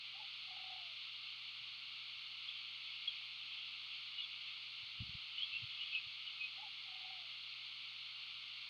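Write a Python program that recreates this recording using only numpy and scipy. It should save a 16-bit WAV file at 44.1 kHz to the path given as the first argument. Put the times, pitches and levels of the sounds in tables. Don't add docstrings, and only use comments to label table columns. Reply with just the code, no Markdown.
import sys
import numpy as np
from scipy import signal
from scipy.fft import rfft, irfft
from scipy.io import wavfile
from scipy.ndimage import uniform_filter1d

SR = 44100
rng = np.random.default_rng(int(sys.argv[2]) if len(sys.argv) > 2 else 0)


def to_wav(sig):
    pcm = np.clip(np.atleast_2d(sig), -1, 1) * 32767
    pcm = np.round(pcm).astype(np.int16)
    wavfile.write(sys.argv[1], SR, pcm.T)


N = 383229
TIME_S = np.arange(N) / SR

# hoot_crest_s, hoot_level_db, trill_start_s, trill_level_db, push_after_trill_start_s
CALLS = [(.213, -58, .465, -68, 0.23), (6.643, -55.5, 6.842, -71.5, 0.25)]
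# start_from_crest_s, length_s, first_hz, last_hz, level_re_crest_db, roughness_0_to_1
HOOT_NOTES = [(-.08, .06, 730, 835, -7, .4), (-.027, .044, 870, 838, -0.5, .2),
              (.006, .044, 764, 815, -7.5, .35)]

TRILL_S, TRILL_HZ, PITCH_WAVER_HZ = 0.517, 749, 6.9
SINK_AFTER_S, SINK_HZ_PER_S, FADE_DB_PER_S = 0.315, 760, 41
TRILL_ATTACK_S, TRILL_RELEASE_S = 0.035, 0.064
PUSH_DB, PUSH_HALF_S = 5.5, 0.058
THROB_PER_S, THROB_JITTER, THROB_HALF_S = 54, 0.28, 0.0037
THROB_DB, THROB_SPREAD_DB, THROAT_HZ = 5.5, 3, 800

# start_s, length_s, first_hz, last_hz, level_db, roughness_0_to_1
PEEP_NOTES = [(2.480, 0.022, 3230, 3420, -45, .4), (3.073, .027, 3350, 3230, -37.5, 0.2),
              (4.170, 0.051, 2900, 2880, -46.5, .54), (4.2, 0.062, 3500, 3350, -49.5, 0.65),
              (5.375, 0.05, 2980, 3030, -43.5, .56), (5.412, 0.044, 3170, 3360, -41.5, 0.54),
              (5.51, 0.091, 2637, 2760, -43, .45), (5.795, 0.057, 2880, 2960, -47, 0.2),
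              (5.912, 0.092, 2607, 2572, -42, 0.37), (5.942, 0.017, 2960, 2920, -42, 0.4),
              (6.268, 0.029, 2960, 2940, -49, 0.2), (6.385, 0.096, 2556, 2517, -43.5, 0.37)]

# middle_s, half_length_s, level_db
SWISH_SWELLS = [(2.56, 0.084, -52), (2.9, 0.073, -54.5), (3.13, 0.12, -54), (3.58, 0.16, -53),
                (3.94, 0.035, -52), (4.24, 0.086, -56.5), (4.48, 0.032, -50.5), (5.41, 0.076, -53),
                (5.58, 0.062, -53.5), (5.83, 0.15, -52), (5.95, 0.036, -53.5), (6.3, .05, -56)]
# middle_s, half_length_s, pitch_hz, peak_db
THUMP_PULSES = [(0.745, .012, 75, -74), (1.614, 0.0063, 130, -69), (2.172, .009, 90, -78),
                (4.835, .0069, 112, -62.5), (5.0077, 0.0049, 110, -39.5), (5.018, 0.006, 115, -43.5),
                (5.024, .0034, 203, -47.5), (5.034, .0053, 110, -49), (5.096, 0.0042, 130, -48),
                (5.153, 0.0039, 108, -45.5), (5.57, .013, 95, -69), (5.623, 0.0049, 160, -59),
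                (5.64, .011, 116, -48.5), (6.072, 0.0062, 110, -60.5)]
# middle_s, half_length_s, level_db
BUFFET_SWELLS = [(.75, 0.17, -86), (1.7, .084, -85), (1.93, .024, -84), (5.06, .075, -66.5),
                 (5.6, .064, -76), (8.37, 0.06, -85)]

# frequency_hz, density_db_per_hz
HISS_SPECTRUM = [(1000, -54.5), (1700, -26.5), (1930, -20.5), (2090, -8.5), (2170, -5), (2510, -4.5),
                 (2860, 1), (3100, -1.5), (3390, -0.5), (3900, -5.5), (4330, -3), (4490, -6), (4870, -17),
                 (5310, -24.5), (6900, -40.5), (11700, -120)]
TOP_SPECTRUM = [(5500, 8.5), (6100, 9), (6450, 21.5), (6800, 2), (7500, 7.5), (7950, 9.5), (8450, 4),
                (9000, 10), (9350, 5), (9800, 8.5), (10200, 5), (12000, 0.5), (16000, 0)]
LOW_AIR_SPECTRUM = [(20, -14.5), (35, -12), (55, -13.5), (90, -7), (150, -1), (200, -3.5), (260, 0.5),
                    (400, -7.5), (560, -8.5), (700, -4), (800, 3.5), (920, 0), (1150, 10.5), (1330, 13),
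                    (1550, 3), (1800, -3)]
HISS_DB, TOP_DB, LOW_AIR_DB = -50, -84, -70
HUM_HZ, HUM_DB = 119.8, -81
EDGE_HZ = 15750


def gain_of(db):
    return 10 ** (np.asarray(db) / 20)


def evened(x):
    return x / np.sqrt(np.mean(x ** 2) + 1e-20)


def bell(t_s, half_s):
    return np.exp(-np.minimum((t_s / half_s) ** 2, 50))


def add(mix, start_s, sound):
    part = mix[max(round(start_s * SR), 0):][:len(sound)]
    part += sound[:len(part)]


def coloured(points):
    hz, db = np.transpose(points)
    octave = np.log2(np.fft.rfftfreq(N, 1 / SR) + 1)
    knots = np.log2(hz)
    outside = abs(octave - np.clip(octave, knots[0], knots[-1]))
    shape = gain_of(np.interp(octave, knots, db) - 56 * outside)
    return evened(irfft(rfft(rng.standard_normal(N)) * shape, N))


def waver(rate_hz, size):
    padded = size + SR
    slow = 1 / (1 + (np.fft.rfftfreq(padded, 1 / SR) / rate_hz) ** 4)
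    return evened(irfft(rfft(rng.standard_normal(padded)) * slow, padded))[:size]


def swells(rows):
    power = sum(gain_of(2 * db) * bell(TIME_S - middle_s, half_s) for middle_s, half_s, db in rows)
    return np.sqrt(power)


def syllables(rows, rasp_hz, taper):
    out = np.zeros(N)
    rasp = (waver(rasp_hz, N) + 1j * waver(rasp_hz, N)) / np.sqrt(2)
    for start_s, length_s, first_hz, last_hz, level_db, rough in rows:
        size = round(length_s * SR)
        rough = np.clip(rough, 0, 1)
        glide_hz = np.linspace(first_hz, last_hz, size)
        carrier = np.exp(2j * np.pi * np.cumsum(glide_hz) / SR)
        shaken = np.sqrt(1 - rough ** 2) + rough * rasp[round(start_s * SR):][:size]
        tone = evened((carrier * shaken).real)
        add(out, start_s, gain_of(level_db) * tone * signal.windows.tukey(size, taper))
    return out


def trill(level_db, push_s, flutter=0.86, rough=0.65, slack_hz=85):
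    t = np.arange(0, TRILL_S, 1 / SR)
    after_hold_s = np.maximum(t - SINK_AFTER_S, 0)
    sunk_hz = SINK_HZ_PER_S * after_hold_s
    pitch_hz = TRILL_HZ - sunk_hz + PITCH_WAVER_HZ * waver(25, len(t))
    phase = 2 * np.pi * np.cumsum(pitch_hz) / SR
    tension = np.clip(1 - sunk_hz / slack_hz, 0, 1)

    push_db = PUSH_DB * np.exp(-((t - push_s) / PUSH_HALF_S) ** 2)
    effort_db = level_db + push_db - FADE_DB_PER_S * after_hold_s
    ends = np.clip(np.minimum(t / TRILL_ATTACK_S, (TRILL_S - t) / TRILL_RELEASE_S), 0, 1)

    shake = np.maximum(tension, 0.35)
    tone = (1 + shake * flutter * np.tanh(waver(70, len(t)))) * np.sin(phase)
    tone += shake * rough * waver(60, len(t)) * np.cos(2 * np.pi * THROAT_HZ * t)
    chances = rng.uniform(-1.16, 1, size=(40, 2)) * np.sqrt(3)
    for k, (slip, strength) in enumerate(chances):
        throb_s = (k + THROB_JITTER * slip) / THROB_PER_S
        ring = np.sin(np.interp(throb_s, t, phase) + 2 * np.pi * THROAT_HZ * (t - throb_s))
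        throb_gain = gain_of(THROB_DB + THROB_SPREAD_DB * strength)
        tone += throb_gain * tension * bell(t - throb_s, THROB_HALF_S) * ring
    return gain_of(effort_db) * ends * tone


def hoots(breath_db=-17, echo_db=-16, t60_s=0.4):
    notes = []
    for crest_s, hoot_db, *_ in CALLS:
        for offset_s, length_s, first_hz, last_hz, db, rough in HOOT_NOTES:
            notes.append((crest_s + offset_s, length_s, first_hz, last_hz, hoot_db + db, rough))
    voice = syllables(notes, rasp_hz=90, taper=0.9)
    for _, _, start_s, trill_db, push_s in CALLS:
        add(voice, start_s, trill(trill_db, push_s))
    throat = signal.butter(2, [600, 980], "band", fs=SR, output="sos")
    voice = signal.sosfiltfilt(throat, voice)

    effort = np.sqrt(abs(uniform_filter1d(voice ** 2, size=1500)))
    breath = coloured([(480, -16), (650, 2.5), (850, -3.0), (950, -6)])
    voice = voice + gain_of(breath_db) * effort * breath

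    t = TIME_S[:SR // 2]
    tail = rng.standard_normal(len(t)) * gain_of(-60 * t / t60_s)
    echoes = signal.fftconvolve(voice, tail / np.linalg.norm(tail))[:N]
    return voice + gain_of(echo_db) * echoes


def peeps(quiver=0.43, quiver_hz=70):
    whistles = syllables(PEEP_NOTES, rasp_hz=200, taper=0.55)
    return whistles * (1 + quiver * np.tanh(waver(quiver_hz, N)))


def wings():
    swish_noise = coloured([(2200, -17.5), (2650, 0.5), (2950, -2.5),
                            (3400, 1), (3750, -15.5), (4700, -21.5)])
    swish = swells(SWISH_SWELLS) * swish_noise
    rumble = swells(BUFFET_SWELLS) * coloured([(25, -25), (70, -1), (130, -7), (300, -18)])
    thumps = np.zeros(N)
    t = TIME_S[:SR // 5] - 0.1
    for middle_s, half_s, pitch_hz, peak_db in THUMP_PULSES:
        pulse = np.exp(-(t / half_s) ** 2) * np.cos(2 * np.pi * pitch_hz * t)
        add(thumps, middle_s + t[0], gain_of(peak_db) * pulse)
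    return swish + rumble + thumps


def background():
    hiss = gain_of(HISS_DB + 0.15 * waver(5.2, N)) * coloured(HISS_SPECTRUM)
    top = gain_of(TOP_DB) * coloured(TOP_SPECTRUM)
    low_air = gain_of(LOW_AIR_DB) * coloured(LOW_AIR_SPECTRUM)
    hum = gain_of(HUM_DB) * np.sqrt(2) * np.sin(2 * np.pi * HUM_HZ * TIME_S)
    return hiss + top + low_air + hum


def scene():
    return (hoots() + peeps() + wings() + background())[None]


def record(dry):
    lowpass = signal.firwin(511, EDGE_HZ, window=("kaiser", 9), fs=SR)
    return signal.oaconvolve(dry, lowpass[None], "same")


dry = scene()
out = record(dry)
to_wav(out)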